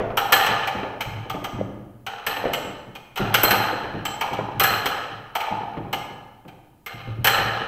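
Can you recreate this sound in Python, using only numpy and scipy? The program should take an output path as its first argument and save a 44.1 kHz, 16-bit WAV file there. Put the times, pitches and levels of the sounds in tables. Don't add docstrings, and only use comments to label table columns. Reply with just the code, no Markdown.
import sys
import numpy as np
from scipy import signal
from scipy.fft import rfft, irfft
from scipy.io import wavfile

SR = 44100
rng = np.random.default_rng(int(sys.argv[2]) if len(sys.argv) > 2 else 0)


def dump_mix(stems):
    frames = np.atleast_2d(stems).T
    limited = np.clip(frames, -1, 1)
    pcm = np.round(limited * 32767).astype(np.int16)
    wavfile.write(sys.argv[1], SR, pcm)


N = 338247
LEAD = SR

# start in seconds, strength in dB, then link ring, hollow knock
# and after-rattle in dB relative to the strength, clang of the struck spot in Hz.
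TUGS = [(0.171, -10.5, -18.5, -7.5, -3.5, 1300), (0.322, -2, -16.5, -16.5, -2, 1737),
        (0.463, -14, -26, -11.5, 1.5, 1200), (0.672, -17, -33, -4, -12, 2250),
        (1.006, -17, -23, -14, -7, 2330), (1.297, -20.5, -26, -5, -22, 1210),
        (1.441, -20, -26, -10.5, -22, 1220), (2.064, -20.5, -30, -11, -1, 1350),
        (2.265, -13.5, -16, -12, 0.5, 1750), (2.533, -14, -20.5, -17.5, -11.5, 3009),
        (2.951, -29, -25, -11, -21, 2450), (3.158, -23.5, -24, -19, 7, 3020),
        (3.173, -18.5, -23, -10, 3, 1340), (3.341, -4, -19, -28.5, -6, 1500),
        (3.433, -11, -3, -10, 2.5, 1286), (3.507, -8.5, -14.5, -11, -1.5, 1625),
        (4.052, -17, -16.5, -11, -4, 3060), (4.209, -16, -27, -4, -2, 2260),
        (4.331, -24, -34, -8, -10, 1290), (4.597, -9, -9, -29, 3, 1287), (4.635, -10, -9.5, -22, -8, 1677),
        (4.857, -12, -21.5, -15.5, -6, 1255), (5.352, -15.5, -22, -3.5, -4, 1230),
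        (5.402, -20.5, -36, -6.5, 0, 2290), (5.928, -15.5, -23, -8.5, -19.5, 2920),
        (6.479, -37.5, -28, -7.5, -13, 2400), (6.861, -24.5, -17, -27.5, 2.5, 2100),
        (7.244, -8, -11.5, -13, 3, 1287), (7.269, -6.5, -16, -22, -1.5, 1710)]
# frequency in Hz, level in dB.
CLASH_SPECTRUM = [(200, -17.5), (400, -10), (700, -9), (1050, -7), (1300, -2), (1750, -9), (2050, -1.5),
                  (2500, -4.5), (3150, 0), (3600, -14.5), (4150, -13), (4600, -24), (6200, -20),
                  (9500, -39.5), (15000, -50.5)]
SLAP_SPECTRUM = [(120, -12.5), (300, -6.5), (500, -1.5), (720, -8), (1000, -13), (2500, -24), (8000, -62)]


def ropes(roll_s=0.019, boom_s=0.024, slap_s=0.014, floor_mode_hz=110, db_per_hardness=23.5):
    # frequency in Hz, level in dB.
    thud_spectrum = [(25, -28), (80, -17.5), (140, -3), (175, -6.5), (206, 3.5), (250, -8.5), (306, 0),
                     (450, -13), (900, -22.5), (2500, -64.5), (7000, -99)]
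    boom_spectrum = [(20, -22), (50, -8), (82, -15.5), (110, -1.5), (135, -4), (200, -19), (500, -51.5),
                     (2000, -96.5)]
    start_s, db, hardness = touchdowns()
    boom_db, thud_db, slap_db = (db - db_per_hardness * np.abs(hardness - kind) for kind in (0, .5, 1))
    count, t, out = len(start_s), clock(.15), np.zeros(LEAD + N)
    thud = colour(contacts(np.sqrt(t) * np.exp(-t / roll_s), 0.38, count), thud_spectrum)
    boom = colour(contacts(np.sqrt(t) * np.exp(-t / boom_s), 0.29, count), boom_spectrum)
    slap = colour(contacts(np.exp(-t / slap_s), 0.61, count), SLAP_SPECTRUM)
    add(out, start_s, thud, thud_db - 7)
    add(out, start_s, boom, boom_db - 4)
    add(out, start_s, resonance(boom, floor_mode_hz, width_hz=7.6), boom_db - 5)
    add(out, start_s, slap, slap_db - 5)
    return out


def touchdowns(repeats=2, gap_s=0.075, step_db=-10.5, run_on_hardness=0.8):
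    # start in seconds, strength in dB, hardness from 0 to 1.
    landings = [(0.002, -14, 0.81), (0.103, -24, 1), (0.336, -18, .95), (0.485, -22, 0.47),
                (0.745, -21, .52), (0.831, -21.5, 0.93), (1.055, -26, 0.017), (1.156, -29, .02),
                (1.255, -33, 0.95), (1.343, -20, 0.77), (1.529, -19.5, 0.24), (1.585, -20, 0.46),
                (1.691, -28, .45), (2.268, -26, .85), (2.37, -25, .8), (2.451, -16, 1),
                (2.647, -25.5, 0.64), (2.868, -33, 0.34), (3.194, -12, 0.39), (3.435, -12, 0.84),
                (3.509, -15, 0.62), (3.73, -19, 0.8), (3.841, -22, 0.81), (3.936, -19, 0.52),
                (4.31, -21.5, 0.6), (4.386, -17, 0.73), (4.546, -27, .05), (4.608, -18.5, 0.86),
                (4.699, -22.5, .35), (4.857, -24.5, 0.9), (5.11, -32.5, 0.37), (5.505, -22, 0.48),
                (5.605, -26.5, 0.78), (5.77, -19, 0.64), (5.932, -25.5, 0.75), (6.099, -30, 0.62),
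                (6.451, -33.5, .52), (6.935, -29.5, 0.19), (7.071, -21, .17), (7.18, -24.5, .03),
                (7.381, -20.5, 0.32), (7.445, -22.5, .68), (7.606, -27.5, 0.98)]
    start_s, db, hardness = np.transpose(landings)
    late, firm = rng.standard_normal((len(start_s), 2, repeats)).transpose(1, 2, 0)
    touch_s = start_s + np.cumsum(gap_s * np.exp(.3 * late), axis=0)
    touch_db = db + step_db * np.arange(1, repeats + 1)[:, None]
    touch_hardness = (hardness + run_on_hardness) / 2 + 0.14 * firm
    all_hardness = np.clip(np.append(hardness, touch_hardness), 0, 1)
    return np.append(start_s, touch_s), np.append(db, touch_db), all_hardness


def smacks(push_s=0.001):
    # start in seconds, level in dB, pitch in Hz.
    flat_landings = [(1.611, -26.5, 544), (2.44, -29.5, 527), (4.389, -28.5, 560)]
    start_s, db, hz = np.transpose(flat_landings)
    t, out = clock(.03), np.zeros(LEAD + N)
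    envelope = t ** 2 * np.exp(-t / push_s)
    add(out, start_s, envelope * np.sin(2 * np.pi * np.outer(hz, t)), db)
    return out


def link(tick_s=0.01, bite_s=0.0012, jingle_hz=4150):
    # frequency in Hz, level in dB.
    tick_spectrum = [(2000, -17.5), (5000, -1.5), (6200, 2), (7100, -17), (7900, 3), (8600, -4.5),
                     (9900, -12.5), (11500, -11), (12350, 1.5), (12800, -5), (13400, 4), (14200, -0.5),
                     (15600, -7)]
    # clang in Hz, favoured link pitch in Hz.
    favoured_partials = [(1250, 13540), (1740, 11000), (2850, 13900), (3020, 7850)]
    start_s, hit_db, free_db, _, loose_db, clang_hz = np.transpose(TUGS)
    ring_db = hit_db + free_db
    count, t, out = len(start_s), clock(.06), np.zeros(LEAD + N)
    snap = np.exp(-t / tick_s) * (1 - np.exp(-t / bite_s))
    tick = colour(contacts(snap, 0.32, count), tick_spectrum)
    add(out, start_s, tick, hit_db + 0.27 * free_db - 16)
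    add(out, start_s, link_ring(along(favoured_partials, clang_hz)), ring_db - 2)
    shake = bounces(count, gap_s=0.019, fade_s=0.11, touch_s=0.0034, scatter_db=1.1)
    jingle = resonance(resonance(shake, jingle_hz, width_hz=45), jingle_hz, width_hz=220)
    add(out, start_s, jingle, ring_db + loose_db / 2 - 9)
    return out


def link_ring(favoured_hz, favour_db=12.5, log_width=0.085, detune=0.0016):
    # frequency in Hz, level in dB, T60 in seconds.
    link_modes = [(7698, -7, .28), (7790, -13, .1), (7919, -8, .1), (9005, -13, .15), (11850, -13, .08),
                  (12140, -6, .12), (12303, -1, .18), (12510, -4, .18), (12610, -9, .09), (13060, -5, .08),
                  (13345, -6, .16), (13590, -5, .08), (14105, 0, .2), (14450, -5, .08)]
    hz, db, t60_s = np.transpose(link_modes)
    t, out = clock(.3), 0
    size, offset, phase = rng.standard_normal((3, len(favoured_hz), len(hz)))
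    nearness = np.exp(-(np.log(hz / favoured_hz[:, None]) / log_width) ** 2)
    gain = undb(db + 2 * size + favour_db * nearness)
    for k in range(len(hz)):
        turns = np.outer(hz[k] * (1 + detune * offset[:, k]), t) + phase[:, k, None]
        envelope = gain[:, k, None] * undb(-60 * t / t60_s[k])
        out = out + envelope * np.sin(2 * np.pi * turns.astype(np.float32))
    return out


def rack(bite_s=0.0014, clash_s=0.021):
    # frequency in Hz, level in dB.
    rattle_spectrum = [(300, -17), (550, -4), (800, -6.5), (1020, -1), (1280, -0.5), (1750, -2),
                       (2050, -10.5), (2450, -5.5), (3000, 1.5), (3650, -19), (4050, -3.5), (4600, -31),
                       (6200, -25.5), (9500, -52), (15000, -62)]
    force_spectrum = [(200, -11.5), (450, 3.5), (4200, -7.5), (5500, -8.5), (10000, -35.5)]
    knock_spectrum = [(300, -35), (640, -11), (795, 0.5), (880, 1.5), (1030, -12.5), (2000, -45.5),
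                      (8000, -69.5)]
    # frequency in Hz, bandwidth in Hz, gain in dB.
    frame_modes = [(465, 35, -4), (554, 25, -7), (796, 30, 1), (860, 35, -2), (1227, 25, 2), (1308, 25, 0),
                   (1400, 70, -3), (1540, 25, -1), (1656, 14, 0), (1715, 45, 1), (1795, 30, -5),
                   (2378, 25, -5), (2471, 50, -4), (2972, 45, 0), (3060, 90, -5), (4120, 60, -6)]
    start_s, hit_db, _, upright_db, loose_db, clang_hz = np.transpose(TUGS)
    rattle_db, knock_db = hit_db + loose_db, hit_db + upright_db
    count, t = len(start_s), clock(.06)
    out, force = np.zeros((2, LEAD + N))
    grind = np.exp(-(t / clash_s) ** 2) * (1 - np.exp(-t / bite_s))
    clash = contacts(grind, 0.42, count)
    rattle = bounces(count, gap_s=0.012, fade_s=0.18, touch_s=0.0085, scatter_db=2.7)
    add(out, start_s, colour(clash, CLASH_SPECTRUM), hit_db - 12)
    add(out, start_s, colour(rattle, rattle_spectrum), rattle_db - 14)
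    strike = contacts(grind, 0.48, count)
    add(out, start_s, [resonance(x, hz, 80) for x, hz in zip(strike, clang_hz)], hit_db - 14)
    add(out, start_s, [resonance(x, hz, 60) for x, hz in zip(rattle, clang_hz)], rattle_db - 18)
    add(force, start_s, colour(clash, force_spectrum), hit_db - 13)
    add(force, start_s, colour(rattle, force_spectrum), rattle_db - 9)
    out += sum(undb(db) * resonance(force, hz, width_hz) for hz, width_hz, db in frame_modes)
    knock = contacts(grind, 0.93, count)
    chatter = bounces(count, gap_s=0.04, fade_s=0.17, touch_s=0.0045, scatter_db=1.8)
    add(out, start_s, colour(knock, knock_spectrum), knock_db - 5)
    add(out, start_s, colour(chatter, knock_spectrum), knock_db + loose_db / 2 - 2)
    return out


def bounces(count, gap_s, fade_s, touch_s, scatter_db):
    t = clock(.6)
    draws = rng.standard_normal((count, 2, 48))
    impulses = np.zeros((count, len(t)))
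    for row, (late, size) in zip(impulses, draws):
        when_s = np.cumsum(gap_s * np.exp(0.33 * late))
        strength = undb(scatter_db * size) * np.exp(-when_s / fade_s)
        inside = when_s < t[-1]
        row[(when_s[inside] * SR).astype(int)] = strength[inside]
    envelope = signal.lfilter([1], [1, -np.exp(-1 / (touch_s * SR))], impulses)
    return envelope * rng.standard_normal(envelope.shape)


def contacts(envelope, grit, count):
    push, size = rng.standard_normal((2, count, envelope.shape[-1]))
    return push * np.exp(grit * size) * envelope


def earlier_wave(slap_db=-15, clash_db=-21):
    out = np.zeros(LEAD + N)
    burst = contacts(np.exp(-clock(.1) / .02), grit=.3, count=1)
    add(out, [-.12], colour(burst, SLAP_SPECTRUM), [slap_db])
    add(out, [-.25], colour(burst, CLASH_SPECTRUM), [clash_db])
    return out


def gym(direct, build_s=0.01):
    # frequency in Hz, T60 in seconds.
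    decay_times = [(60, 2.3), (200, 1.06), (600, 0.98), (1400, 1.14), (3500, 0.83), (7000, 0.76),
                   (13000, .5)]
    # frequency in Hz, reverberation in dB relative to the direct sound.
    reverb_levels = [(60, -2), (200, -2), (600, 1.5), (1500, -3), (4000, -5.5), (7000, -1.5),
                     (13000, -11.5)]
    t, response = clock(2), 0
    hz = np.fft.rfftfreq(len(t), 1 / SR)
    noise = rfft(rng.standard_normal(len(t)))
    centres_hz = np.geomspace(60, 15000, 13)
    for centre_hz, share in zip(centres_hz, np.eye(len(centres_hz))):
        band = irfft(noise * along(np.column_stack([centres_hz, share]), hz), len(t))
        decay = undb(-60 * t / along(decay_times, centre_hz))
        envelope = unit((1 - np.exp(-t / build_s)) * decay)
        response = response + undb(along(reverb_levels, centre_hz)) * band * envelope
    return direct + signal.fftconvolve(direct, response)[:len(direct)]


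def ventilation(rms_db=-58):
    # frequency in Hz, level in dB.
    air_spectrum = [(20, -4), (110, -4.5), (300, -7), (800, -27), (2500, -33), (6000, -37), (16000, -30.5)]
    rush = colour(rng.standard_normal((1, N)), air_spectrum)[0, :N]
    return undb(rms_db) * np.sqrt(N) * unit(rush)


def undb(db):
    return 10 ** (np.asarray(db) / 20)


def unit(x):
    return x / np.sqrt(np.sum(x ** 2) + 1e-18)


def clock(length_s):
    return np.arange(int(length_s * SR)) / SR


def along(points, hz):
    point_hz, value = np.transpose(points)
    return np.interp(np.log(np.maximum(hz, 1)), np.log(point_hz), value)


def colour(rows, spectrum, taps=4096):
    gain = undb(along(spectrum, np.fft.rfftfreq(taps, 1 / SR)))
    cepstrum = irfft(np.log(gain))
    cepstrum[1:taps // 2] *= 2
    cepstrum[taps // 2 + 1:] = 0
    response = irfft(np.exp(rfft(cepstrum)))
    return signal.fftconvolve(rows, response[None], axes=1)


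def resonance(x, hz, width_hz):
    return signal.lfilter(*signal.iirpeak(hz, hz / width_hz, fs=SR), x + 1e-18)


def add(track, start_s, sounds, db):
    for s, sound, gain in zip(start_s, sounds, undb(db)):
        start = LEAD + int(s * SR)
        span = track[start:start + len(sound)]
        span += (gain * np.sqrt(SR / 50) * unit(sound))[:len(span)]


def scene(near_send_db=-10):
    near = smacks()
    room = gym(link() + rack() + ropes() + earlier_wave() + undb(near_send_db) * near)
    return ((room + near)[LEAD:] + ventilation())[None]


def record(dry, top_hz=15650):
    low_pass = signal.ellip(10, .2, 80, top_hz, fs=SR, output="sos")
    return signal.sosfilt(low_pass, np.clip(dry, -1, 1))


dry = scene()
out = record(dry)
dump_mix(out)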